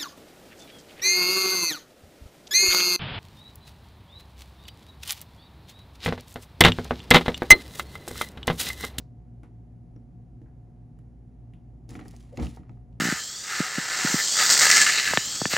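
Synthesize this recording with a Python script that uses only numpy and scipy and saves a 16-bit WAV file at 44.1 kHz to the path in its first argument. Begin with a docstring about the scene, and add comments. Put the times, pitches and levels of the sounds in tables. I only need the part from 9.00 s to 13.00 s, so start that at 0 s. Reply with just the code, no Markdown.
"""A python lunges in a thin plastic tub, heard up close. After a few faint taps its scales scrape and snap
over the plastic, and its body knocks the wall and sets it ringing. Half a second later the coils land
heavily: the tub floor thumps and booms, then they slide and settle with a grainy hiss.
Behind it lies a bed of humming appliance motors and room rumble."""
import sys
import numpy as np
from scipy import signal
from scipy.fft import rfft, irfft, next_fast_len
from scipy.io import wavfile
from scipy.ndimage import map_coordinates

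SR = 44100
rng = np.random.default_rng(int(sys.argv[2]) if len(sys.argv) > 2 else 0)


def unload_wav(signal):
    """Save mono or channel-first audio to the path in sys.argv[1] as 16-bit WAV at rate SR, clipped to [-1, 1]."""
    wavfile.write(
        sys.argv[1],
        SR,
        np.round(np.clip(np.atleast_2d(signal).T, -1, 1) * 32767).astype(np.int16),
    )


N = 176400

# appliance motor tones (frequency [Hz], rms level [dB])
HUM_TONES = [(56.5, -52), (75, -69.5), (112.5, -56.5), (117.2, -52), (131.5, -59.5), (234.4, -64.5),
             (240, -63), (258.5, -68.5), (720.5, -76)]
# room tone EQ (frequency [Hz], relative gain [dB])
ROOM_EQ = [(20, -23), (33, -9), (52, 3.5), (90, -5), (135, -4), (175, 0), (205, -14), (260, -9), (310, -14),
           (360, -13.5), (430, -21.5), (640, -25.5), (740, -24), (1050, -37), (1400, -42), (2000, -44),
           (3500, -53.5), (7000, -55), (11000, -56), (15500, -73)]
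# fade of the opening rustle (time [s], level [dB])
RUSTLE_FADE = [(0, -57), (.03, -65.5), (.09, -86), (.15, -120)]
# rustle EQ (frequency [Hz], relative gain [dB])
RUSTLE_EQ = [(500, 14), (2500, -6.5), (4500, -1.5), (7500, -7), (10000, -19)]
# taps before the lunge (time [s], relative tick level [dB], relative bump level [dB],
# treble tilt [dB/octave], peak frequency [Hz], peak gain [dB], peak width [octaves], ring t60 [s])
TAP_CUES = [(.433, -49, -46.5, -0.5, 930, 7, 0.31, 0.19), (.962, -61, -46, -6, 5630, 24.5, 0.1, 0.094),
            (1.417, -66.5, -46, 2.5, 6130, 5, 0.25, 0.17), (1.46, -61, -62, -5, 1630, 11, 0.27, 0.3),
            (1.989, -63.5, -53.5, 3.5, 7400, 1, 0.34, 0.11), (2.536, -57, -55, 1.5, 3220, 12, 0.26, 0.18)]
# tick EQ (frequency [Hz], relative gain [dB])
TAP_EQ = [(100, -22), (400, -3), (1000, 7.5), (2300, 6), (4000, -8.5), (6000, -10.5), (10000, -9.5),
          (15000, -23.5)]
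# fades of the sliding body (time [s], scale hiss level [dB], wall rub level [dB])
SLIDE_FADES = [(2.875, -100, -100), (2.895, -58.5, -57), (2.96, -60, -52), (3.02, -72.5, -50.5),
               (3.07, -67, -65.5), (3.12, -68.5, -61), (3.2, -68, -64.5), (3.31, -75.5, -69),
               (3.365, -67.5, -68), (3.395, -62.5, -40), (3.43, -54.5, -43), (3.47, -54, -53),
               (3.5, -61, -58), (3.57, -69, -60), (3.66, -103, -68.5), (3.705, -83, -68.5),
               (3.75, -84, -78), (3.84, -101, -99)]
# scale hiss EQ (frequency [Hz], relative gain [dB])
HISS_EQ = [(500, -5), (1500, -5.5), (2200, 0.5), (4000, -1.5), (6500, -3), (9000, -0.5), (12000, -12),
           (15500, -16)]
# rubbed wall EQ (frequency [Hz], relative gain [dB])
RUB_EQ = [(100, -5), (190, 13), (280, 12.5), (470, -0.5), (620, -3), (790, 1), (1050, -3.5), (1240, -5.5),
          (1550, -10.5), (1950, -3.5), (3000, -17), (4500, -20.5), (12000, -60)]
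# scales and teeth snapping on plastic (time [s], relative level [dB])
SNAP_CUES = [(2.892, -42.5), (2.907, -43), (2.943, -50), (3.082, -41.5), (3.089, -50), (3.11, -46.5),
             (3.117, -54), (3.164, -43.5), (3.172, -56), (3.199, -58), (3.227, -53), (3.456, -49),
             (3.512, -57), (3.549, -50), (3.563, -49)]
# snap EQ (frequency [Hz], relative gain [dB])
SNAP_EQ = [(300, -28), (1500, -17), (3000, -5), (5500, -7.5), (8500, -0.5), (12000, -5.5), (15500, -13.5)]
# wall knocks (time [s], relative level [dB], treble tilt [dB/octave], pitch of the struck spot [Hz])
KNOCK_CUES = [(2.916, -45.5, 3, 1330), (2.953, -34, 1.5, 1920), (2.992, -32.5, -4, 1880),
              (3.011, -41, -2, 1950), (3.056, -36, -8.5, 1870), (3.137, -44, -4.5, 627),
              (3.373, -33.5, 6, 2520), (3.379, -35.5, -6.5, 910), (3.391, -31.5, -15, 856),
              (3.399, -34.5, 3, 940), (3.414, -43, 8, 1230), (3.423, -38.5, 5, 1190),
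              (3.431, -31.5, -6, 700), (3.448, -39.5, 4, 1250), (3.468, -35, 2, 2860),
              (3.572, -36, -3.5, 1050), (3.633, -53.5, -1.5, 1340), (3.694, -43.5, -3, 720),
              (3.773, -55.5, -11, 1800), (3.928, -66, 4.5, 2560)]
# struck wall EQ (frequency [Hz], relative gain [dB])
WALL_EQ = [(150, 1), (450, 8), (620, 4.5), (790, 10), (1050, 0), (1240, 7.5), (1550, -7), (1930, 0.5),
           (2600, -1.5), (4000, -7.5), (6500, -12), (10000, -24.5), (15000, -33)]
# modes of the tub wall (frequency [Hz], relative level [dB], t60 [s])
WALL_RESONANCES = [(671, -21, 0.21), (746, -11, 0.16), (790, -28.5, 0.15), (907, -24, 0.16),
                   (1171, -25, 0.14), (1245, -21, 0.12), (1904, -21.5, 0.12), (2070, -29, 0.12),
                   (2280, -30, 0.097)]
# the body's weight hitting the floor (time [s], relative level [dB], low-pass corner [Hz])
THUMP_CUES = [(2.89, -42.5, 380), (2.915, -38.5, 300), (2.955, -36, 320), (2.993, -40, 420),
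              (3.019, -43, 300), (3.061, -40, 230), (3.379, -27.5, 350), (3.387, -27.5, 336),
              (3.399, -29, 560), (3.416, -39.5, 280), (3.428, -27.5, 150), (3.445, -33.5, 240),
              (3.462, -32.5, 210), (3.597, -38, 176), (3.698, -40.5, 198)]
# modes of the loaded tub floor (frequency [Hz], relative level [dB], t60 before extra damping [s])
FLOOR_RESONANCES = [(73.6, 1, 0.14), (105, -6.5, 0.094), (135.5, -2, 0.16), (179.5, -2.5, 0.12),
                    (237.4, -2, 0.14), (275, -2, 0.14), (303.5, -5, 0.18), (374, -13, 0.059),
                    (430, -15.5, 0.079), (456, -8, 0.18), (548, -13.5, 0.14), (611, -16, 0.098)]
# stereo width of the diffuse sound (frequency [Hz], side gain [dB])
SIDE_EQ = [(60, -9), (150, -10.5), (300, -9.5), (550, -8.5), (800, -4.5), (1250, -2), (1800, -8),
           (2700, -18.5), (6000, -20), (15000, -6.5)]
# treble phase spread between the channels (frequency [Hz], phase difference [rad])
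PHASE_SPREAD = [(0, 0), (6800, 0), (8500, np.pi), (10200, 2 * np.pi), (12150, 3 * np.pi),
                (14100, 4 * np.pi), (16000, 5 * np.pi)]

ROOM_TONE_DB, HUM_WAVER_DB = -52, 2
REVERB_T60_S, REVERB_DB = 0.32, -13
LOW_CUT_HZ, TOP_HZ = 38, 15800
HIT_SAMPLES = 8192
LOAD_DETUNE = 0.016  # share by which the shifting coils retune the floor from blow to blow


def amp(db):
    """Decibels to gain."""
    return 10 ** (np.asarray(db) / 20)


def unit(x):
    """Scale to rms 1."""
    return x / np.sqrt(np.mean(x ** 2) + 1e-20)


def eq_db(eq, hz):
    """Read an EQ curve on a log frequency axis."""
    knots_hz, db = np.transpose(eq)
    return np.interp(np.log(hz + 1), np.log(knots_hz + 1), db)


def fades(rows):
    """One value per sample for each column after the time."""
    times, *columns = np.transpose(rows)
    return [np.interp(np.arange(N) / SR, times, column) for column in columns]


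def wobble(rate):
    """A smooth random curve, rate knots a second."""
    return map_coordinates(rng.standard_normal(N // 50), [np.arange(N) * rate / SR], mode="wrap")


def filtered(x, response):
    """Filter x by a response given as a function of frequency."""
    size = next_fast_len(N + SR // 2)
    return irfft(rfft(x, size) * response(np.fft.rfftfreq(size, 1 / SR)), size)[..., :N]


def coloured(x, eq):
    """x through an EQ, at rms 1."""
    return unit(filtered(x, lambda hz: amp(eq_db(eq, hz))))


def add(track, s, sound):
    """Mix a sound in at s seconds."""
    start = round(s * SR)
    part = sound[:N - start]
    track[start:start + len(part)] += part


def room_tone():
    """A steady bed of rumble and hiss."""
    return amp(ROOM_TONE_DB) * coloured(rng.standard_normal(N), ROOM_EQ)


def hum():
    """Appliance motors drone, each tone wavering a little in level and pitch."""
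    t = np.arange(N) / SR
    out = np.zeros(N)
    for hz, db in HUM_TONES:
        peak = np.sqrt(2) * amp(db + HUM_WAVER_DB * wobble(5.6))
        out += peak * np.sin(2 * np.pi * (hz * t + rng.random()) + 0.14 * wobble(2.6))
    return out


def reverb(x, t60):
    """Dense reflections: x through a decaying noise tail of energy 1."""
    t = np.arange(SR // 2) / SR
    tail = rng.standard_normal(len(t)) * amp(-60 * t / t60) * (1 - np.exp(-t / .004))
    return signal.fftconvolve(x, tail / np.linalg.norm(tail))[:N]


def rustle():
    """A brief, soft rustle at the start."""
    return amp(fades(RUSTLE_FADE)[0]) * coloured(rng.standard_normal(N), RUSTLE_EQ)


def contact(eq, tilt_db, spot_hz, spot_db, crack_s, ring_s, ring_db, spot_octaves=0.35):
    """A hit on plastic: a short crack and a diffuse ring, coloured by the struck spot's resonance."""
    t, hz = np.arange(HIT_SAMPLES) / SR, np.fft.rfftfreq(HIT_SAMPLES, 1 / SR)
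    spot = spot_db * np.exp(-.5 * (np.log2((hz + 1) / spot_hz) / spot_octaves) ** 2)
    tilt = tilt_db * np.log2(np.maximum(hz, 700) / 700)
    # a minimum-phase EQ keeps the attack sharp
    cepstrum = irfft(np.log(amp(eq_db(eq, hz) + spot + tilt)))
    cepstrum[1:HIT_SAMPLES // 2] *= 2
    cepstrum[HIT_SAMPLES // 2 + 1:] = 0
    decay = amp(-60 * t / crack_s) + amp(ring_db - 60 * t / ring_s)
    burst = rng.standard_normal(HIT_SAMPLES) * decay
    hit = irfft(rfft(burst) * np.exp(rfft(cepstrum)))
    return hit / np.sqrt(np.sum(hit ** 2) / (.003 * SR))  # the energy of 3 ms at rms 1


def floor_ring(corner_hz, attack_s, damping=1.0):
    """One push starts all the floor's modes; a soft contact favours the low ones, a hard one the upper."""
    t = np.arange(2 * HIT_SAMPLES) / SR
    ring = np.zeros(len(t))
    for hz, db, t60 in FLOOR_RESONANCES:
        drive = 1 / np.hypot(1, (hz / corner_hz) ** 2) / np.hypot(1, corner_hz / hz / 3)
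        loaded_hz = hz * (1 + LOAD_DETUNE * rng.standard_normal())
        ring += drive * amp(db - 60 * t * damping / t60) * np.sin(2 * np.pi * loaded_hz * t)
    ring *= 1 - np.exp(-t / attack_s)
    return ring / np.sqrt(np.mean(ring[t < .02] ** 2))


def taps():
    """Faint ticks while the snake waits, each layered over a dull bump of the floor."""
    out = np.zeros(N)
    for s, tick_db, bump_db, tilt_db, hz, spot_db, octaves, ring_s in TAP_CUES:
        tick = contact(TAP_EQ, tilt_db, hz, spot_db,
                       crack_s=0.011, ring_s=ring_s, ring_db=-10.5, spot_octaves=octaves)
        add(out, s, amp(tick_db - 2.5) * tick)
        add(out, s, amp(bump_db - 1.5) * floor_ring(corner_hz=332, attack_s=0.0012, damping=1.1))
    return out


def scrape(level_db, eq, grains_per_s, uneven_db):
    """Scale edges catch and slip: tiny grains over a smooth hiss, in uneven bursts."""
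    grains = (rng.random(N) < grains_per_s / SR) * rng.standard_normal(N)
    friction = unit(grains) + rng.standard_normal(N)
    return amp(level_db + uneven_db * wobble(130)) * coloured(friction, eq)


def slide():
    """Sliding scales give a bright hiss and rub a darker tone out of the wall."""
    hiss_db, rub_db = fades(SLIDE_FADES)
    hiss = scrape(hiss_db, HISS_EQ, grains_per_s=1300, uneven_db=2.5)
    rub = scrape(rub_db, RUB_EQ, grains_per_s=560, uneven_db=3.0)
    return hiss + rub


def scuff(start_s=3.324, length_s=0.029, pitch_hz=530, half_width_hz=86, db=-48.5):
    """Skin drags on the wall and stirs one resonance just before the coils land."""
    progress = np.clip((np.arange(N) / SR - start_s) / length_s, 0, 1)
    swell = np.sqrt(np.abs(np.sin(np.pi * progress)))
    drag = filtered(rng.standard_normal(N), lambda hz: 1 / (1 + ((hz - pitch_hz) / half_width_hz) ** 2))
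    return amp(db) * swell * unit(drag)


def snaps():
    """Scales and teeth click on the plastic: short, bright transients."""
    out = np.zeros(N)
    for s, db in SNAP_CUES:
        snap = contact(SNAP_EQ, tilt_db=0, spot_hz=rng.uniform(5100, 5800), spot_db=8.5,
                       crack_s=0.0094, ring_s=0.058, ring_db=-21.5)
        add(out, s, amp(db - 9) * snap)
    return out


def wall_ring():
    """The wall's modes, stirred a little differently by each knock."""
    t = np.arange(HIT_SAMPLES) / SR
    ring = np.zeros(len(t))
    for hz, db, t60 in WALL_RESONANCES:
        decay = amp(db + rng.normal(0, 2.4) - 60 * t / t60)
        ring += decay * np.sin(2 * np.pi * (hz * t + rng.random()))
    return ring


def knocks():
    """The thrashing body strikes the thin wall: a crack on top of a hollow ring."""
    out = np.zeros(N)
    for s, db, tilt_db, hz in KNOCK_CUES:
        crack = contact(WALL_EQ, tilt_db, hz, spot_db=9, crack_s=0.012, ring_s=0.077, ring_db=-15)
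        add(out, s, amp(db - 8) * (crack + wall_ring()))
    return out


def boom(start_s=3.413, pitch_hz=67.2, peak_db=-29.5, rise_s=0.018):
    """The whole tub flexes under the landing: a bass swell that dies within a few cycles."""
    t = np.maximum(np.arange(N) / SR - start_s, 0)
    swell = t / rise_s * np.exp(1 - t / rise_s)
    return amp(peak_db) * swell * np.sin(2 * np.pi * pitch_hz * t)


def thumps():
    """The python's weight hits the tub floor, first in the lunge, then harder as the coils land."""
    out = np.zeros(N)
    for s, db, corner_hz in THUMP_CUES:
        add(out, s, amp(db - 4.5) * floor_ring(corner_hz, attack_s=0.0024))
    return out


def scene():
    """Snake and hum sit in the centre; reflections inside the tub and room tone add a little width."""
    snake = rustle() + taps() + snaps() + knocks() + thumps() + slide() + scuff() + boom()
    mid = snake + amp(REVERB_DB) * reverb(snake, REVERB_T60_S) + hum() + room_tone()
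    diffuse = reverb(snake, t60=0.025) + room_tone()
    side = filtered(diffuse, lambda hz: amp(eq_db(SIDE_EQ, hz)))
    return np.array([mid + side, mid - side])


def record(dry):
    """Master chain: soft ends, a low cut, a hard top cut and a phase spread in the treble."""
    def response(hz):
        half_spread = np.interp(hz, *np.transpose(PHASE_SPREAD)) / 2
        phase_turn = np.exp(1j * np.outer([-1, 1], half_spread))
        low_cut = 1 / np.hypot(1, (LOW_CUT_HZ / (hz + 1)) ** 4)
        return phase_turn * low_cut * (hz < TOP_HZ)

    return filtered(dry * signal.windows.tukey(N, .001), response)


dry = scene()
out = record(dry)
unload_wav(out)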